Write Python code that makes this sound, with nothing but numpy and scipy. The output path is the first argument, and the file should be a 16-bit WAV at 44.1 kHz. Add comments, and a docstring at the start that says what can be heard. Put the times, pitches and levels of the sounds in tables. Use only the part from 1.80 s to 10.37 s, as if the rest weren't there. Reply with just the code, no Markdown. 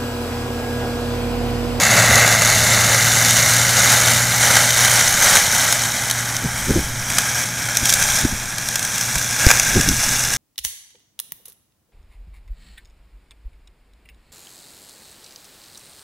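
"""Wood grinds and cracks in a ringing steel hood as a tractor drags a forestry mulcher past.
The rotor shreds branches and soil and flings chips and stones against the hood, whose colour
turns as the machine goes from side-on to rear-on and draws away. The diesel drones and the chassis
rumbles below; the ground returns a short echo; gusts buffet and overload a mono microphone."""
import sys
import numpy as np
from scipy import signal
from scipy.fft import rfft, irfft
from scipy.io import wavfile
from scipy.ndimage import uniform_filter1d

SR = 44100
rng = np.random.default_rng(int(sys.argv[2]) if len(sys.argv) > 2 else 0)


def transcribe(signal):
    """Save signal, clipped to [-1, 1], as a 16-bit WAV file at the path in sys.argv[1]."""
    frames = np.atleast_2d(signal).T
    limited = np.clip(frames, -1, 1)
    pcm = np.round(limited * 32767).astype(np.int16)
    wavfile.write(sys.argv[1], SR, pcm)


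N = 377937
TIME = np.arange(N) / SR


def mulcher(firings, rise_db, clump_db=0.37, feed_db=0.57, flurry_db=1.0, chips_db=-8):
    """Wood and soil are shredded in uneven clumps and thrown against the hood."""
    # steady cutting through litter as the machine draws away: time_s, grind_db, spray_db
    cutting = [(0, -17.5, -17.5), (1.55, -20, -15.5), (2.5, -22.5, -18.5), (3.35, -22.5, -18),
               (4.05, -25.5, -21.5), (4.65, -29.5, -28.5), (5.15, -31, -29), (6.75, -31, -28.5),
               (7.35, -27.5, -22.5), (8.57, -27, -21.5)]
    # larger stones and billets hitting the hood: start_s, level_db, thud_offset_db
    big_hits = [(.3556, -2, -16), (.4768, -5, -3), (0.62, -5, -3), (1.5079, -3, -24), (2.7675, -1, -4),
                (3.21, -9, 4.5), (3.554, -2, -1.5), (3.569, -2, -4), (3.925, 0.5, -11), (4.299, -7, -10),
                (4.3107, -3.5, -10.5), (4.566, -10.5, -19), (5.3014, -8.5, -25), (5.384, 1, -9.5),
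                (5.97, 0, -18), (6.0546, -3.5, -24), (6.0935, -2, -22), (6.1014, -4.5, -27),
                (6.125, -3, -13), (6.138, 2, -24), (6.2251, -5, -22), (6.7827, -9.5, -11),
                (6.8867, -8, -16), (6.9567, -5, -11), (6.9935, -11, -14), (7.0274, -11, -18),
                (7.0494, -8.5, -20), (7.18, -8.5, -18), (7.211, -7.5, -22), (7.3553, -7.5, -5),
                (7.3823, -8, -20), (7.666, 1.5, -11), (7.688, -4, -5), (7.7033, -2.5, 1), (7.7124, 3, -5),
                (7.797, -1, -9.5), (8.0102, -4, -14), (8.088, -2, -20)]
    grind_db, spray_db = curves(cutting) + rise_db
    # The grinding pulses faintly with the engine's firing, over a slight slower throb.
    throb = np.cos(2 * np.pi * firings / 4) + np.cos(2 * np.pi * firings / 2)
    firing_pulse = 1 + 0.081 * np.cos(2 * np.pi * firings) + 0.038 * throb
    load = unit(firing_pulse * undb(clump_db * walk(170) + feed_db * walk(35)))
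    wood = load * undb(grind_db - 0.1) * fractures(per_s=3000, spread_db=1.3, hiss=1.34)
    flurries = unit(undb(flurry_db * walk(450)))
    soil = flurries * fractures(per_s=7000, spread_db=2.0, hiss=1.04)
    spray = load * undb(spray_db - 0.96) * (soil + undb(chips_db) * chips())
    thuds, cracks = strikes(big_hits + strays(spray_db))
    return hood(wood + thuds, spray + cracks)


def branches(bite_s=0.077, clear_s=0.15):
    """The rotor grabs a branch, chews and clears; returns the lift of grind and spray in dB."""
    # branches drawn into the rotor: start_s, length_s, grind_rise_db, spray_rise_db
    feed = [(0.057, 0.28, 3, 1), (0.335, 0.1, 4, 1), (0.873, 0.099, 1.5, 0), (1.907, .38, 4.5, 3),
            (2.57, 0.23, 5, 3.5), (2.92, 0.26, 3.5, 3.5), (3.37, 0.21, 6, 5.5), (3.67, 0.19, 4, 3.5),
            (4.73, 0.23, 1.5, 3), (5.26, 0.34, 6, 6.5), (5.72, 0.35, 4, 3.5), (5.991, .39, 7.5, 9.5),
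            (7.575, 0.14, 9, 5.5), (7.76, 0.23, 4, 2), (8.15, .18, 3, 3)]
    rise_db = np.zeros((2, N))
    for start_s, length_s, *lift_db in feed:
        attack = (TIME - start_s) / bite_s
        release = 1 - (TIME - start_s - length_s) / clear_s
        grip = np.clip(np.minimum(attack, release), 0, 1)
        rise_db = np.maximum(rise_db, np.outer(lift_db, grip))
    return rise_db


def fractures(per_s, spread_db, hiss):
    """Countless tiny snaps of unequal size over the even hiss of soil."""
    size = undb(spread_db * np.minimum(rng.exponential(size=N), 5))
    snaps = (rng.random(N) < per_s / SR) * size * rng.standard_normal(N)
    return unit(unit(snaps) + hiss * rng.standard_normal(N))


def chips(per_s=900, low_hz=3000, high_hz=14500, ring_s=0.0018, spread_db=2.0):
    """Flying chips and grit, each ticking briefly at a pitch of its own."""
    t = TIME[:SR // 150]
    when, pitch, chance = rng.random((int(per_s * N / SR), 3)).T
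    hz = low_hz + (high_hz - low_hz) * pitch
    size = undb(-spread_db * np.log(chance + .01))
    ticks = size[:, None] * np.sin(2 * np.pi * hz[:, None] * t) * np.exp(-t / ring_s)
    places = (when * N).astype(int)[:, None] + np.arange(len(t))
    return unit(np.bincount(places.ravel(), ticks.ravel(), N)[:N])


def strikes(pieces, snap_s=0.0038, rattle_s=0.016, rattle_db=-19, ping_s=0.0034, ping_db=-9):
    """Each piece splinters, pings at its own pitch and rattles off; returns thuds and cracks."""
    thuds, cracks = np.zeros(N), np.zeros(N)
    t = TIME[:SR // 12]
    envelope = np.exp(-(t / snap_s) ** 2) + undb(rattle_db) * np.exp(-t / rattle_s)
    for start_s, level_db, thud_offset_db in pieces:
        body, splinters = np.sign(rng.standard_normal((2, len(t)))) * envelope
        ping_hz = rng.uniform(3200, 7200)
        ping = undb(ping_db) * np.sin(2 * np.pi * ping_hz * t) * np.exp(-t / ping_s)
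        add(thuds, start_s, undb(level_db + thud_offset_db - 4.5) * body)
        add(cracks, start_s, undb(level_db - 7) * (splinters + ping))
    return thuds, cracks


def strays(spray_db, per_s=5, lift_db=9, spread_db=1.5, thud_offset_db=-8):
    """Smaller pieces hit at random, riding the level of the spray; returns rows for strikes()."""
    when, chance = rng.random((int(per_s * N / SR), 2)).T
    levels_db = spray_db[(when * N).astype(int)] + lift_db + spread_db * (2 * chance - 1)
    return [(s, db, thud_offset_db) for s, db in zip(when * N / SR, levels_db)]


def hood(blows, spray, split_hz=2800):
    """Heavy blows ring the steel's low resonances, light chips the high; the colour turns with it."""
    # hood resonances: pitch_hz, width_hz, side_db, oblique_db, rear_db
    resonances = [(596, 560, -5.5, -8.5, -16.5), (834, 380, -12.5, -6, -18.5), (1260, 730, -6.5, -4.5, -17),
                  (1556, 630, -6.5, -1.5, -9.5), (1629, 210, -4, -23, -5.5), (1997, 545, 0.5, -2.5, -32),
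                  (2225, 600, -23, -6.5, -9), (2630, 350, -7, -18, -33), (2860, 600, -39, -11, -18.5),
                  (3620, 1880, -12.5, -9, -18), (4160, 2400, -9, -25, -29), (5826, 2000, -20, -3.5, -11),
                  (6590, 2780, -6, -9.5, -15), (8210, 3700, -26, -9, -18.5),
                  (9950, 3170, -14.5, -12.5, -21.5), (12370, 6300, -20, -15.5, -24.5)]
    # the machine turning away: time_s, angle (0 side-on, 0.5 oblique, 1 into the open rear)
    turning = [(0, 0), (1.5, .21), (4.4, 0.37), (5.5, 0.78), (7.1, 0.79), (7.8, 0.95), (8.57, 0.8)]
    angle = curves(turning)[0]
    f = np.fft.rfftfreq(2048, 1 / SR)[:, None]
    pitch_hz, width_hz, *angles_db = np.transpose(resonances)
    detuning = (f ** 2 - pitch_hz ** 2) / (f * width_hz + 1)
    peaks = 1 / (1 + detuning ** 2) ** 3
    lows = 1 / (1 + (f[:, 0] / split_hz) ** 8)
    out = 0
    for k, db in enumerate(angles_db):
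        power = peaks @ undb(db) ** 2
        crossfade = np.maximum(0, 1 - abs(2 * angle - k))
        out = out + crossfade * (ring(blows, power * lows) + ring(spray, power * (1 - lows)))
    return out


def diesel(firings, tone_db, steady_db=1.3, waver_db=2.0):
    """Six cylinders fire a little unevenly: a firm tone with wavering half and whole multiples."""
    # exhaust partials: multiple of the firing rate, level_db
    exhaust = [(.5, -24), (1, 0.5), (1.5, -18), (2, -16), (2.5, -25.5), (4, -27), (7, -19)]
    out = 0
    for multiple, level_db in exhaust:
        drift_db = steady_db * walk(6.8) if multiple == 1 else waver_db * walk(16)
        partial = np.sin(2 * np.pi * (multiple * firings + rng.random()))
        out = out + undb(level_db + drift_db) * partial
    return np.sqrt(2) * out * undb(tone_db)


def chassis(grind_rise_db, shake_db_per_db=0.41):
    """The chassis rumbles under the steady cut and shakes harder on a branch."""
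    # the rumble fading as the machine draws away: time_s, level_db
    fading = [(0, -27.5), (1.1, -29.5), (3.8, -35.5), (6.8, -38.5), (8.57, -35)]
    # bass-heavy colour of the rumble: frequency_hz, gain_db
    rumble_eq = [(20, -30), (45, -13), (70, -3), (100, 2.5), (170, 1), (240, 0.5), (320, -6.5),
                 (450, -10.5), (700, -16), (2000, -60)]
    rumble = unit(colour(rng.standard_normal(N), rumble_eq))
    return rumble * undb(curves(fading)[0] + shake_db_per_db * grind_rise_db)


def ground(x):
    """The ground's echo carves notches that drift upward as the machine draws away."""
    # what the ground returns: frequency_hz, gain_db
    echo_eq = [(400, -10.5), (1100, -14.5), (1900, -19), (2600, -7.5), (3300, -3.5), (4100, -40),
               (6000, -15), (8000, -10), (15000, -41)]
    # the echo follows ever closer with distance: time_s, lag_ms
    echo_lag = [(0, 1.395), (4.6, 1.275), (8.57, 1.115)]
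    lag_s = curves(echo_lag)[0] / 1000
    return x + np.interp(TIME - lag_s, TIME, colour(x, echo_eq))


def breeze(calm_db=-47, edge_hz=70):
    """A breeze flutters low on the microphone, swelling smoothly out of a calm."""
    # slow swells: centre_s, level_db, half_length_s
    swells = [(.65, -43, .3), (3.35, -39, .3), (5, -30.5, .25), (6.4, -34, .25), (8.101, -32, .42)]
    strength = undb(calm_db)
    for centre_s, level_db, half_s in swells:
        strength = strength + undb(level_db) * np.exp(-((TIME - centre_s) / half_s) ** 2)
    return unit(lowpass(rng.standard_normal(N), edge_hz)) * strength


def gusts(low_cut_hz=30):
    """Short eddies tumble over the microphone as bassy bumps."""
    # eddies: centre_s, level_db, half_length_s, upper_edge_hz
    eddies = [(.31, -23, 0.081, 170), (.82, -26, 0.037, 170), (3.528, -28, .012, 199),
              (4.654, -17.5, 0.012, 273), (4.905, -12, .012, 347), (4.973, -13, 0.015, 334),
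              (6.031, -23, .009, 259), (6.452, -10, 0.0058, 271), (6.531, -22, .007, 240),
              (7.365, -22.5, 0.014, 170), (7.97, -8.5, 0.0093, 340), (7.998, -20, 0.011, 320),
              (8.098, -16.5, .021, 252)]
    out = np.zeros(N)
    t = TIME[:SR // 4] - 1 / 8
    for centre_s, level_db, half_s, edge_hz in eddies:
        envelope = np.hanning(len(t)) / (1 + (t / half_s) ** 2)
        air = lowpass(rng.standard_normal(len(t)), edge_hz, order=4)
        air = air - lowpass(air, low_cut_hz, order=1)
        eddy = unit(air * envelope) * np.sqrt(np.mean(envelope ** 2))
        add(out, centre_s + t[0], undb(level_db) * eddy)
    return out


def air_pop(edge_hz=260):
    """One blunt push of air holds the microphone down for a moment."""
    # the overloading push: start_s, length_s, level_db
    pop = (7.6668, 0.00417, 7.2)
    start_s, length_s, level_db = pop
    push = (TIME > start_s) & (TIME < start_s + length_s)
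    return -undb(level_db) * lowpass(1. * push, edge_hz, order=1)


def undb(db):
    """Decibels to gain."""
    return 10 ** (np.asarray(db) / 20)


def unit(x):
    """Scale to rms 1."""
    return x / np.sqrt(np.mean(x ** 2))


def curves(table):
    """The columns of a table, joined by straight lines in time."""
    times_s, *columns = np.transpose(table)
    return [np.interp(TIME, times_s, column) for column in columns]


def walk(rate_hz):
    """Smooth random wandering at rms 1."""
    hold = max(int(SR / rate_hz), 1)
    steps = np.repeat(rng.standard_normal(N // hold + 1), hold)
    return unit(uniform_filter1d(steps, hold)[:N])


def lowpass(x, hz, order=2):
    """Butterworth low-pass."""
    return signal.sosfilt(signal.butter(order, hz, fs=SR, output="sos"), x)


def colour(x, points):
    """Equalise x along points of frequency_hz, gain_db."""
    hz, db = np.transpose(points)
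    f = np.maximum(np.fft.rfftfreq(N, 1 / SR), 1)
    return irfft(rfft(x) * undb(np.interp(np.log(f), np.log(hz), db)), N)


def ring(x, power):
    """Pass x through the causal, unit-energy response of a power spectrum."""
    cepstrum = irfft(np.log(power / power.mean() + 1e-9) / 2)
    half = len(cepstrum) // 2
    cepstrum[1:half] *= 2  # minimum phase: the ringing follows the hit
    cepstrum[half + 1:] = 0
    response = irfft(np.exp(rfft(cepstrum)))[:half]
    return signal.oaconvolve(x, response)[:N]


def add(track, start_s, sound):
    """Mix a sound into a track."""
    i = int(start_s * SR)
    track[i:i + len(sound)] += sound[:N - i]


def scene():
    """Mulcher and chassis with their ground echo, diesel and wind, the same in both channels."""
    # the engine under load: time_s, firing_hz, tone_db
    engine = [(0, 116.2, -26.5), (.35, 116.3, -23.5), (.75, 112.8, -29.5), (1.2, 115.8, -26),
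              (2.2, 119.5, -27.5), (3.15, 119.3, -29), (3.4, 117.9, -38), (4.2, 118.8, -35.5),
              (5.4, 120.7, -35), (6.1, 120, -36), (7, 119.1, -39), (8.57, 119, -35)]
    firing_hz, tone_db = curves(engine)
    firings = np.cumsum(firing_hz) / SR
    rise_db = branches()
    machine = chassis(rise_db[0]) + mulcher(firings, rise_db)
    mono = ground(machine) + diesel(firings, tone_db) + breeze() + gusts() + air_pop()
    return np.array([mono, mono])


def record(dry, top_hz=15600):
    """Peaks overload at full scale, then a steep filter cuts the top."""
    top_cut = signal.ellip(10, .1, 70, top_hz, fs=SR, output="sos")
    return signal.sosfilt(top_cut, np.clip(dry, -1, 1))


dry = scene()
out = record(dry)
transcribe(out)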